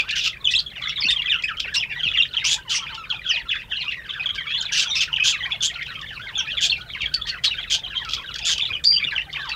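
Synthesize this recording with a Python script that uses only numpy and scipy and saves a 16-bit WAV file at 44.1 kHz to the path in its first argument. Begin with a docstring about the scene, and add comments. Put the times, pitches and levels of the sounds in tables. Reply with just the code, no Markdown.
"""Small parrots chatter in a wooden aviary behind wire mesh, over low outdoor rumble and faint noise hiss.
From the start near birds squawk (pulsed tone and noise), a flock twitters behind (zigzag tones), and
near birds whistle short glides; clicks (ringing noise bursts) soon join. From 0.4 s come reedy calls
(five partials) and clear calls (tones along a tune), from 1 s soft bumps (sinking tones, woody noise).
The wooden walls answer the birds with brief, sparse echoes."""
import sys
import numpy as np
from scipy import signal
from scipy.fft import rfft, irfft
from scipy.io import wavfile
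from scipy.ndimage import uniform_filter1d

SR = 44100
rng = np.random.default_rng(int(sys.argv[2]) if len(sys.argv) > 2 else 0)


def digitize_waveform(pressure):
    """Quantize a signal to 16-bit integers and store it at the path in sys.argv[1].

    Rows of a 2-D input are taken as channels; values are limited to [-1, 1].
    """
    field = np.atleast_2d(pressure).T
    bounded = np.clip(field, -1, 1)
    quanta = np.round(bounded * 32767).astype(np.int16)
    wavfile.write(sys.argv[1], SR, quanta)


N = 421155  # samples
EDGE_HZ = 15750  # top of the band


def gain_of(db):
    """Decibels to amplitude."""
    return 10 ** (np.asarray(db) / 20)


def evened(x):
    """Scales to rms 1."""
    return x / np.sqrt(np.mean(x ** 2) + 1e-20)


def read(points, hz):
    """Interpolates a curve on a log-frequency axis."""
    f, value = np.transpose(points)
    return np.interp(np.log(hz + 1), np.log(f + 1), value)


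def add(mix, s, sound):
    """Mixes a sound in at time s."""
    part = mix[max(round(s * SR), 0):][:len(sound)]
    part += sound[:len(part)]


def coloured(points):
    """Steady noise of rms 1 with a given spectrum."""
    spectrum = rfft(rng.standard_normal(N))
    return evened(irfft(spectrum * gain_of(read(points, np.fft.rfftfreq(N, 1 / SR))), N))


def wobble(seconds):
    """Smooth random curve of rms 1 that changes over about this time."""
    span = max(round(seconds * SR), 2)
    return evened(uniform_filter1d(uniform_filter1d(rng.standard_normal(N), span), span))


def along_time(rows):
    """A level curve as gain for every sample."""
    s, db = np.transpose(rows)
    return gain_of(np.interp(np.arange(N) / SR, s, db))


# rumble level before its slow flutter: (t/s, level/dB)
RUMBLE_LEVEL = [(0, -47.5), (2, -47.5), (3.5, -48.5), (6, -46.5), (9.55, -46.5)]
# rumble spectrum: (f/Hz, relative level/dB)
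RUMBLE_SPECTRUM = [(12, -28), (30, -4), (55, 5.5), (90, -3.5), (145, 0.5), (200, -9), (260, -15.5),
                   (600, -16), (1000, -37.5)]
# hiss spectrum: (f/Hz, relative level/dB)
HISS_SPECTRUM = [(300, 5), (900, -1), (1800, 10), (4000, -21), (7000, -11.5), (15700, -33.5)]


def outdoor_air(hiss_db=-58, flutter_db=0.82, flutter_s=0.034):
    """Low-frequency noise of fluttering level, over steady hiss."""
    rumble = along_time(RUMBLE_LEVEL) * gain_of(flutter_db * wobble(flutter_s)) * coloured(RUMBLE_SPECTRUM)
    return rumble + gain_of(hiss_db) * coloured(HISS_SPECTRUM)


# throat noise, also in twitter and clicks: (f/Hz, relative level/dB)
THROAT_NOISE = [(800, -22.5), (1500, -41.5), (2500, -2), (3500, 3), (5000, 3), (7000, -10.5), (9000, -30)]
# squawks: (t/s, length/s, first-half f/Hz, second-half f/Hz, level/dB,
#           breath re voice/dB, octave re voice/dB, pulse unevenness/0-1)
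SQUAWK_CALLS = [(0.0,0.018,3350,2990,-23.5,-38,-22,0.57),(0.105,0.02,4400,3400,-20,-44,-25,0.87),(0.152,0.06,3040,2820,-20,-41,-11.5,0.34),(0.205,0.041,3266,3460,-26.5,-43,-35,0.74),(0.235,0.058,3256,2676,-18.5,-43,-19,0.56),
                (0.504,0.039,4080,3420,-25,-34,-16.5,0.47),(.598,0.0131,3780,2940,-17.5,-42,-23,0.59),(1.101,0.024,4600,4960,-25,-15,-22,0.65),
                (1.596,0.016,3240,2810,-15,-38,-33,0.64),(1.739,0.031,3510,4020,-20,-30,-15.5,0.91),(2.441,0.053,2676,3135,-18,-34,-1.5,0.39),(2.488,0.072,3244,3327,-18.5,-24.5,-5.5,0.29),
                (2.693,0.053,3230,3120,-19.5,-27.5,-10.5,0.3),(2.733,0.059,2820,2736,-25,-21,1.5,0.52),(2.942,0.018,3170,2620,-29.5,-37,-23,0.51),
                (4.345,0.029,3300,2880,-31,-35,-28,0.7),(4.621,0.016,5040,3180,-23,-40,-32,0.56),
                (4.718,0.1,2980,2756,-19,-34,-5,0.38),(4.775,0.08,3630,2990,-20.5,-26,-9.5,0.82),(4.948,0.058,2716,2614,-24.5,-37,-3.5,0.35),
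                (5.002,0.046,3174,2550,-18,-32,-21,0.75),(5.236,0.091,3055,3345,-16.5,-37,-6.5,.5),(5.619,0.059,3036,3340,-18.5,-24,-1.5,0.11),(6.606,0.073,3330,3340,-17,-30,-9,0.36),
                (7.138,0.012,3194,3810,-14.5,-23,-21,0.46),(7.266,0.046,3210,2880,-26,-34,-30,0.56),(7.436,0.035,3350,3410,-15.5,-25,-30,0.49),(7.698,0.074,3190,3230,-17.5,-30,-10,0.29),
                (8.382,0.019,3330,2630,-25.5,-35,-10,0.53),(8.448,.1,3397,3185,-17.5,-29,-7.5,0.085),
                (8.577,0.014,3180,2740,-16,-25,-19,0.8),(8.838,0.015,3400,3350,-15.5,-23.5,-11,0.49)]


def squawks(rasp_db=-7, swing=0.051, third_db=-22, half_db=-17):
    """Unstable whistle and throat noise, chopped into double pulses as the membranes slap shut."""
    mean_pulse_hz, depth, split, pitch_chaos = 166, .75, .4, .08
    hurry, swell = wobble(.005), gain_of(2.5 * np.tanh(wobble(.004)))
    chaos, drift, rasp = wobble(.0006), .03 * wobble(.008), coloured(THROAT_NOISE)
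    breath = coloured([(6000, -68.5), (8000, 66.5), (11000, 22.0), (15700, -22.5)])
    out = np.zeros(N)
    for s, length, first_hz, second_hz, db, top_db, octave_db, uneven in SQUAWK_CALLS:
        at = slice(round(s * SR), round((s + length) * SR))
        along = np.linspace(0, 1, at.stop - at.start)
        beat = 2 * np.pi * np.cumsum(mean_pulse_hz * (1 + uneven * 0.407 * hurry[at])) / SR
        twice = np.cos(2 * beat)
        gate = evened(1 - depth * (1 - uneven) * np.cos(beat) - split * twice) * swell[at]
        # pitch swings with each pulse, drifts and jitters
        unrest = -swing * (np.sin(beat) + np.sin(2 * beat) / 2) + drift[at]
        unrest += pitch_chaos * (0.33 + 0.657 * uneven) * chaos[at]
        hz = np.interp(along, [.25, .75], [first_hz, second_hz]) * (1 + unrest)
        turn = 2 * np.pi * np.cumsum(hz) / SR
        upper = (np.sin(2 * turn) + gain_of(third_db) * np.sin(3 * turn)) * (1 - 0.22 * twice)
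        voice = np.sin(turn) + gain_of(octave_db) * upper + gain_of(rasp_db) * rasp[at]
        # every second cycle is weaker
        voice += gain_of(half_db) * (np.sin(turn / 2) / 2 + np.sin(turn * 3 / 2))
        rise_fall = np.clip(np.minimum(along * length / .006, (1 - along) * length / .012), 0, 1)
        rise_fall *= .5 + .5 * np.sin(np.pi * along)  # effort peaks mid-call
        add(out, s, gain_of(db) * (voice + gain_of(top_db) * breath[at]) * gate * rise_fall)
    return out


# falls in twitter level: (t/s, length/s)
FLOCK_HUSHES = [(0.018, 0.068), (0.315, 0.09), (0.624, 0.078), (0.923, 0.089), (1.414, 0.011),
                (1.504, 0.053), (2.286, 0.029), (2.574, 0.089), (2.975, 0.11), (3.168, 0.073),
                (3.413, 0.092), (3.623, 0.081), (3.985, 0.067), (4.3, 0.033), (5.068, 0.018), (5.554, 0.14),
                (5.976, 0.02), (6.832, 0.047), (7.085, 0.16), (7.389, 0.047), (7.648, 0.022),
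                (7.808, 0.031), (8.82, 0.063), (9.223, 0.085)]


def hush(hush_db=-13, edge_s=0.024):
    """Gain that sinks smoothly while the flock falls quiet."""
    quiet = np.zeros(N)
    for s, length in FLOCK_HUSHES:
        add(quiet, s, np.ones(round(length * SR)))
    return gain_of(hush_db * uniform_filter1d(np.minimum(quiet, 1), round(edge_s * SR)))


# twitter level when fully roused and not hushed: (t/s, level/dB)
FLOCK_LEVEL = [(0, -23), (.3, -30), (.55, -53.5), (.9, -25.5), (1.4, -46.5), (2.1, -34), (2.9, -31),
               (3.5, -29.5), (4.3, -37.5), (5., -35.5), (5.9, -32.5), (6.5, -36.5), (7.2, -34), (7.6, -35),
               (8.7, -32.5), (8.87, -58.5), (9.15, -33.5), (9.55, -32.5)]


def bustle_of(near, loud_db=-27.5, calm_db=-36.5, roused_share=0.42, smooth_s=0.01, heard_fall_db_per_s=173):
    """Near calls rouse the flock; its twitter swells with them and sinks in the pauses."""
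    span, fall = max(round(smooth_s * SR), 2), np.arange(N) * heard_fall_db_per_s / SR
    heard_db = 10 * np.log10(abs(uniform_filter1d(near ** 2, span)) + 1e-12)
    held_db = np.maximum.accumulate(heard_db + fall) - fall  # instant rise, linear fall
    roused_db = np.clip(held_db, calm_db, loud_db) - loud_db
    return along_time(FLOCK_LEVEL) * hush() * gain_of(roused_share * uniform_filter1d(roused_db, span))


# low notes reedy, high ones pure; also for whistles: (f/Hz, each overtone re the last/dB)
OVERTONE_STEPS = [(800, -5), (1400, -9), (2000, -17), (3000, -31), (4500, -38)]
# twitter level by pitch: (f/Hz, relative level/dB)
TWITTER_COLOUR = [(600, -20), (1300, -12), (2200, 2.5), (3200, 10), (4200, 8.5), (6000, -51)]


def warbler(low_hz, high_hz, mean_fall_s, mean_rise_s, silence_threshold):
    """One far bird: pitch zigzags in slow falls and quick rises, broken into syllables."""
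    step, reach = rng.random((2, 1600))
    low_corner = np.arange(1600) % 2
    corners_s = np.cumsum(np.where(low_corner, mean_fall_s, mean_rise_s) * (.4 + 1.2 * step))
    place = np.interp(np.arange(N) / SR, corners_s, np.where(low_corner, reach, .4 + 0.99 * reach))
    hz = low_hz * (high_hz / low_hz) ** uniform_filter1d(place, 350)
    hz *= 1 + .018 * wobble(.001) + .03 * wobble(.007)

    turn, step_db = 2 * np.pi * np.cumsum(hz) / SR, read(OVERTONE_STEPS, hz)
    tone = sum(gain_of(k * step_db) * np.sin((k + 1) * turn) for k in range(3))
    syllables = np.clip(3.1 * (wobble(0.018) - silence_threshold), 0, 1)
    syllables *= uniform_filter1d(np.where(np.gradient(place) > 0, .6, 1.), 90)  # softer rises
    return tone * syllables * gain_of(read(TWITTER_COLOUR, hz)) * (1 + .4 * wobble(.0025))


def flock(bustle, behind_db=-2.0, low_db=-17.0):
    """High twitterers with scratchy breath; low warblers follow the bustle only in part."""
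    high = sum(warbler(1500, 3700, .04, .024, 0.063) for bird in range(4))
    # evens the level when a bird pauses
    high /= np.sqrt(uniform_filter1d(high ** 2, 3000) + 0.012 * np.mean(high ** 2))
    high += gain_of(-21 + 5 * wobble(.008)) * coloured(THROAT_NOISE)
    low = sum(warbler(520, 2000, 0.066, .015, 0.38) for bird in range(3))
    return gain_of(behind_db) * high * bustle + gain_of(low_db) * evened(low) * bustle ** 0.54


def whistle(path_hz, quiver, edge, flick, bend=0.99):
    """Syrinx tone: quick downward flick, then a glide; membrane quiver breaks it into beads."""
    pitch_quiver, level_quiver = quiver
    along = np.linspace(0, 1, len(pitch_quiver))
    # bend < 1: glide fastest at the start
    hz = (path_hz[0] + (path_hz[1] - path_hz[0]) * along ** bend) * (1 + pitch_quiver)
    hz *= 1 + flick * np.exp(-np.arange(len(along)) / SR / 0.0016)
    turn, step_db = 2 * np.pi * np.cumsum(hz) / SR, read(OVERTONE_STEPS, np.mean(path_hz))
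    tone = sum(gain_of(k * step_db) * np.sin((k + 1) * turn) * ((k + 1) * hz.max() < EDGE_HZ)
               for k in range(4))
    return np.sqrt(2) * tone * (1 + level_quiver) * signal.windows.tukey(len(along), np.clip(edge, 0, 1))


# whistled notes: (t/s, length/s, start f/Hz, end f/Hz, level/dB)
WHISTLED_NOTES = [(.026,0.075,1226,1740,-42.5),(.128,0.051,1870,1410,-36.5),(.481,0.012,2500,2600,-25),(.489,0.022,3490,3450,-22),
                  (.504,0.04,1950,1946,-33.5),(.507,0.016,5860,5630,-35),(.537,0.015,5450,5180,-29.5),(.537,0.01,2750,2530,-19),(.589,0.011,4340,4240,-18),
                  (.659,0.035,3350,3210,-33),(.7,0.024,4380,2900,-40),(.757,0.051,3160,2260,-34),(.812,0.02,2080,1880,-39),(.814,0.034,3700,3030,-31.5),(.857,0.048,3540,3320,-30),
                  (.882,0.025,5780,5320,-37),(.89,0.024,2713,2670,-32),(.969,0.038,3300,3620,-26.5),(.956,0.024,3850,3570,-32),(.988,0.022,1500,2720,-49),(1.004,0.027,5260,4370,-27.5),(1.032,0.016,4060,4780,-23.5),(1.055,0.019,5200,5840,-34),(1.041,0.04,2500,2880,-20),
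                  (1.074,0.017,4300,4300,-29),(1.218,0.0077,3320,3230,-25.5),
                  (1.242,0.023,1900,2016,-32),(1.258,0.019,3430,3100,-18),(1.275,0.024,2800,2220,-24.5),(1.294,0.02,3570,3570,-23.5),(1.312,0.021,3450,2590,-19.5),(1.306,0.071,1960,1220,-33),(1.333,0.026,2600,2860,-21),
                  (1.355,0.01,3210,3130,-19),(1.478,0.048,1980,1175,-29.5),(1.568,0.023,3020,3300,-31.5),(1.622,0.045,3370,2010,-32),(1.676,0.024,1460,1690,-35),(1.713,0.035,1880,1600,-33.5),
                  (1.755,0.044,2780,2790,-24),(1.762,0.025,5900,5300,-24),(1.794,0.052,3760,1980,-25.5),(1.894,0.037,2600,2840,-32.5),(1.897,0.04,2010,1600,-37),(1.947,0.054,1850,2010,-32),
                  (1.991,0.027,3470,2840,-26.5),(2.024,0.065,3434,2470,-20.5),(2.086,0.0077,3420,3400,-22),(2.114,0.013,3320,3420,-23.5),(2.132,0.053,2900,2710,-28.5),
                  (2.17,0.027,3590,3020,-19),(2.197,0.021,2880,2690,-16.5),(2.221,0.017,3700,3200,-18),(2.33,0.027,3780,2770,-29.5),(2.366,0.021,3410,2660,-19.5),(2.388,0.014,3060,2460,-25),
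                  (2.41,0.094,1920,2830,-34),(2.647,0.05,1110,833,-46),(2.794,0.058,1170,1034,-44),(2.895,0.072,976,828,-48),
                  (3.099,0.032,3520,2640,-24),(3.141,0.019,2440,2590,-33),(3.246,0.094,3460,3020,-27),(3.285,0.043,3550,2410,-21),(3.289,0.055,6260,4020,-32),
                  (3.33,0.044,2443,2580,-25.5),(3.36,0.033,3400,2610,-27),(3.37,0.03,967,916,-45.5),(3.451,0.03,1402,1350,-43),(3.484,0.028,3710,3210,-26.5),(3.508,0.03,3410,2400,-26),(3.538,0.038,1510,1920,-36),(3.576,0.039,2880,2360,-35),
                  (3.711,0.032,3610,2570,-25.5),(3.737,0.059,3470,2670,-30),(3.78,0.06,3200,2210,-32),(3.8,0.035,4750,3520,-32),(3.848,0.043,2436,2510,-32),(3.879,0.019,2720,2820,-25),(3.91,0.024,3500,2070,-31),(3.964,0.066,1980,1750,-37.5),
                  (4.088,0.032,3650,2800,-29),(4.136,0.0086,3400,3400,-32),(4.141,0.056,1894,1337,-36.5),(4.194,0.023,2670,2400,-25.5),(4.256,0.019,3420,3130,-22),
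                  (4.286,0.03,3300,3263,-23),(4.352,0.043,1664,1570,-35.5),(4.371,0.05,3360,3200,-30.5),(4.455,0.027,1450,1110,-39.5),(4.459,0.081,2160,2790,-31),(4.462,0.07,3350,3120,-33),
                  (4.5,0.087,3310,3450,-27),(4.54,0.036,2900,3270,-27),(4.57,0.067,1760,1272,-44.5),(4.576,0.018,4020,4180,-21.5),(4.597,0.023,3760,3040,-23),(4.608,0.011,6930,6100,-35),(4.652,0.019,3970,3320,-27.5),
                  (4.678,0.025,3330,1390,-38),(4.72,0.02,1660,1630,-30.5),(4.854,0.059,3490,3140,-30),(4.902,0.045,3750,3590,-26.5),(4.878,0.044,5850,5900,-36),(4.856,0.011,1480,1370,-32),(4.944,0.024,4000,3220,-25.5),(4.95,0.034,5400,5230,-29.5),
                  (4.982,0.045,4040,3040,-23.5),(4.95,0.024,2685,2580,-31),(4.99,0.022,2510,2630,-23),(5.03,0.014,4610,5300,-32),(5.006,0.019,6330,6350,-29),(5.076,0.026,1550,1270,-37),(5.128,0.017,3070,2730,-19),
                  (5.16,0.018,3480,2400,-22.5),(5.318,0.036,1515,1150,-41),(5.33,0.043,2760,2420,-30),(5.401,0.031,1950,1990,-29),(5.426,0.031,3180,3080,-28.5),(5.455,0.011,1830,2020,-24.5),
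                  (5.468,0.046,1150,935,-42.5),(5.501,0.037,2120,2830,-30.5),(5.517,0.019,3490,3270,-23),(5.53,0.032,924,540,-45),(5.605,0.033,3530,3180,-25.5),(5.676,0.02,3430,3030,-25.5),
                  (5.751,0.033,1447,1330,-38.5),(5.855,.03,3080,2270,-34),(5.951,0.021,2960,3430,-33),(5.963,0.074,1346,1022,-45),(6.092,.04,3420,2270,-37),(6.162,0.027,2920,2060,-36),(6.194,0.026,1305,1580,-36.5),
                  (6.23,0.043,1740,1480,-40),(6.352,0.032,3540,3590,-25.5),(6.375,0.045,3500,2620,-25),(6.375,0.034,6740,5260,-31.5),(6.375,0.058,1590,1500,-41.5),(6.402,0.016,3090,3600,-22.5),(6.468,0.041,2360,2700,-30),
                  (6.501,0.046,3520,2730,-28.5),(6.545,0.0083,4020,3980,-31),(6.565,0.038,3750,2960,-23),(6.696,0.0054,3300,3620,-19),(6.698,0.016,4230,4270,-21.5),(6.712,0.012,3750,2900,-18),(6.724,0.016,2720,2740,-20),(6.755,0.024,2470,2300,-33),(6.79,0.055,1363,1520,-42.5),
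                  (6.884,0.045,4350,3180,-39.5),(6.93,0.027,3430,2530,-33.5),(7.004,0.035,3430,2710,-24.5),(7.054,0.014,3450,3200,-21),(7.11,0.039,1400,1704,-41),(7.14,0.011,4430,4600,-17.5),
                  (7.147,0.066,1596,1170,-43),(7.213,0.018,3500,3290,-24.5),(7.257,0.04,1940,1780,-38.5),(7.292,0.019,4500,4270,-28),(7.3,0.085,1610,1370,-43),(7.382,0.017,1980,1950,-36.5),
                  (7.439,0.044,4600,4200,-25.5),(7.46,0.026,4240,3730,-18),(7.568,0.041,3030,3330,-29.5),(7.571,0.034,1746,1374,-40),(7.61,0.014,3820,3750,-37),(7.628,0.015,3670,2960,-27.5),(7.833,0.044,3200,2970,-32),
                  (7.895,0.059,3340,2220,-36),(7.925,0.031,3120,2050,-43),(7.951,0.045,3194,3250,-25.5),(8.045,0.051,1455,1253,-37),(8.163,0.0095,3300,2800,-33),(8.178,0.013,1470,1270,-34.5),(8.238,0.017,1740,1480,-37),(8.27,0.032,3630,2515,-38),(8.288,0.027,1500,1280,-38.5),
                  (8.412,0.021,2830,2310,-35.5),(8.418,0.066,5250,4130,-39.5),(8.436,.014,2500,3020,-31.5),(8.595,0.014,3120,2400,-23),(8.608,0.033,3550,3310,-19.5),(8.635,0.011,3520,3180,-33),(8.651,0.021,3730,3100,-24.5),(8.699,0.031,2430,2390,-28),
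                  (8.726,0.044,3310,2900,-27),(8.765,0.015,2360,2530,-30),(8.925,0.05,3380,2870,-26.5),
                  (8.96,0.031,2630,3420,-25),(8.995,0.031,2713,2084,-29.5),(9.022,0.026,2157,2560,-22.5),(9.04,0.015,3680,3300,-20.5),(9.063,0.035,2950,2700,-25.5),
                  (9.112,0.015,2310,2240,-30),(9.118,0.032,1823,1500,-29),(9.118,0.052,1052,703,-47),(9.156,0.036,3300,2560,-22),(9.192,0.031,2630,2980,-29),
                  (9.265,0.032,830,748,-47),(9.331,0.014,3370,3720,-28),(9.355,0.021,3050,2530,-26),(9.38,0.068,1850,1500,-33.5),(9.44,0.066,1273,764,-40),
                  (9.486,0.028,4630,4430,-33),(9.515,0.013,2670,2860,-23.5)]


def singers(edge=0.4, flick=0.07):
    """Near birds' whistled notes; membrane quiver is weaker on low pitches."""
    pitch_quiver = .011 * wobble(.0008) + .02 * wobble(.005)
    out, quiver = np.zeros(N), np.array([pitch_quiver, .9 * np.tanh(wobble(0.0023))])
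    for row, (s, length, *path_hz, db) in enumerate(WHISTLED_NOTES):
        mine = quiver[:, 1911 * row:][:, :round(length * SR)]  # own stretch per note
        steadied = mine * min(np.mean(path_hz) / 3200, 1)
        add(out, s, gain_of(db) * whistle(path_hz, steadied, edge, flick))
    return out


# clicks, single or run together into a rattle: (t/s, level before attack and decay/dB)
CLICK_TIMES = [(0.09, -21), (0.8928, -17), (1.423, -19.5), (1.57, -29), (5.0137, -25), (5.605, -25),
               (5.828, -24), (6.013, -23.5), (7.017, -18), (8.048, -19.5), (8.089, -20), (8.094, -18),
               (8.108, -16), (8.12, -15), (8.127, -23), (8.134, -6), (8.141, -13.5), (8.148, -14),
               (8.341, -16.5), (8.358, -12.5), (9.328, -23), (9.4935, -17)]


def clicks(t60_s=0.022, rise_s=0.0012, throat_hz=3300, ring_db=-1.5):
    """Short bright noise bursts that ring the throat."""
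    out, t, burst = np.zeros(N), np.arange(SR // 30) / SR, coloured(THROAT_NOISE)
    ring = gain_of(ring_db) * np.sin(2 * np.pi * throat_hz * t)
    for s, db in CLICK_TIMES:
        envelope = gain_of(db - 60 * t / t60_s) * (1 - np.exp(-t / rise_s))
        add(out, s, envelope * (ring + burst[round(s * SR):][:len(t)] / 2))
    return out


# soft reedy calls: (t/s, length/s, start f/Hz, end f/Hz, starting level/dB)
REEDY_CALLS = [(0.399, 0.11, 1098, 1090, -43), (2.575, 0.053, 994, 925, -37),
               (2.973, 0.1, 1388, 1186, -27.5), (4.886, 0.058, 890, 860, -41),
               (5.115, 0.055, 940, 790, -40)]


def reedy(partial_step_db=-6.5, fall_db=-26.0):
    """Low calls of five partials that die away gently."""
    out = np.zeros(N)
    for s, length, start_hz, end_hz, db in REEDY_CALLS:
        along = np.linspace(0, 1, round(length * SR))
        turn = 2 * np.pi * np.cumsum(start_hz + (end_hz - start_hz) * along) / SR
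        tone = sum(gain_of(k * partial_step_db) * np.sin((k + 1) * turn) for k in range(5))
        add(out, s, gain_of(db + fall_db * along) * tone * signal.windows.tukey(len(along), .2))
    return out


# clear calls: (each overtone re the last/dB, tune as [(t/s, f/Hz, level/dB), ...])
CLEAR_TUNES = [(-25, [(.442, 3610, -34), (.455, 3450, -15), (.463, 3180, -31), (.474, 3000, -12.5),
               (.48, 3000, -17)]), (-22, [(.549, 3120, -14), (.557, 3520, -18.5), (.568, 4040, -17.5),
               (.577, 3470, -34), (.581, 3230, -18.5), (.592, 3220, -25)]), (-27, [(1.085, 3470, -18.5),
               (1.101, 3750, -19), (1.111, 2510, -19.5), (1.122, 3635, -22), (1.133, 3530, -14)]),
               (-36, [(1.16, 3190, -30), (1.17, 3230, -17), (1.183, 2950, -37), (1.2, 2800, -18.5),
               (1.208, 2770, -32)]), (-13.5, [(1.436, 2220, -21), (1.444, 2645, -15.5),
               (1.463, 2250, -40)]), (-32, [(5.198, 2450, -22), (5.208, 2480, -21), (5.216, 2590, -25),
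               (5.232, 2550, -14)]), (-44.5, [(8.845, 4400, -25), (8.859, 4680, -11), (8.861, 5000, -23),
               (8.877, 4684, -10), (8.898, 4700, -20), (8.918, 4765, -16), (8.97, 4700, -19.5),
               (8.978, 4670, -36)])]


def clear_calls():
    """Clear whistles whose pitch and breath follow a tune."""
    out, quiver, tremble = np.zeros(N), .009 * wobble(.001), gain_of(2.0 * wobble(.002))
    for step_db, tune in CLEAR_TUNES:
        s, hz, db = np.transpose(sorted(tune))
        t = np.arange(s[0], s[-1], 1 / SR)
        start = round(s[0] * SR)
        turn = 2 * np.pi * np.cumsum(np.interp(t, s, hz) * (1 + quiver[start:][:len(t)])) / SR
        tone = sum(gain_of(k * step_db) * np.sin((k + 1) * turn) * ((k + 1) * hz.max() < EDGE_HZ)
                   for k in range(4))
        ends = np.clip(np.minimum(t - s[0], s[-1] - t) / .002, 0, 1)
        breath = np.sqrt(2) * gain_of(np.interp(t, s, db))
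        add(out, s[0], breath * tone * ends * tremble[start:][:len(t)])
    return out


# soft bumps against the mesh: (t/s, starting level/dB, settled f/Hz)
MESH_BUMPS = [(1.648, -41.5, 483), (1.05, -35.5, 154), (2.059, -34, 100), (7.03, -34, 61.9),
              (8.148, -37, 67.3), (8.711, -35, 71), (9.048, -38.5, 168)]


def bumps(t60_s=0.22, knock_db=-12, knock_t60_s=0.33):
    """Dull push of air and mesh, a sinking tone, with a woody noise knock."""
    out, t = np.zeros(N), np.arange(SR // 5) / SR
    wood = coloured([(150, -12.5), (400, 0.5), (1000, -8), (2500, -37.5)])
    for s, db, hz in MESH_BUMPS:
        push = np.sin(2 * np.pi * hz * t * (1 + 1.3 * np.exp(-t / 0.0158)))
        add(out, s, gain_of(db - 60 * t / t60_s) * push)
        add(out, s, gain_of(db + knock_db - 60 * t / knock_t60_s) * wood[round(s * SR):][:len(t)])
    return out


# wall echo decay: (f/Hz, t60/s)
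WALL_DECAY = [(800, 0.21), (3000, 0.12), (7000, 0.11), (10000, 0.12)]


def walls(x):
    """Sparse echoes of random sign, each band dying at its own speed."""
    taps = np.zeros(SR // 2)
    at = np.arange(200, len(taps) - 20, 20)
    taps[at + rng.integers(0, 20, len(at))] = rng.choice([-1., 1.], len(at))
    hz, t, z = signal.stft(taps, SR, nperseg=256)
    decay = gain_of(-60 * t / read(WALL_DECAY, hz)[:, None])
    tail = signal.istft(z * decay, SR, nperseg=256)[1]
    return signal.fftconvolve(x, tail / np.linalg.norm(tail))[:N]


def scene():
    """Birds, walls, outdoor air and bumps."""
    near = squawks() + singers() + clicks() + reedy() + clear_calls()
    far = flock(bustle_of(near))
    wet = walls(gain_of(-7.5) * near + gain_of(-9.5) * far)
    return (outdoor_air() + near + far + bumps() + wet)[None]


def record(dry):
    """Low-pass at the top of the band."""
    lowpass = signal.firwin(511, EDGE_HZ, window=("kaiser", 9), fs=SR)
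    return signal.oaconvolve(dry, lowpass[None], "same")


dry = scene()
out = record(dry)
digitize_waveform(out)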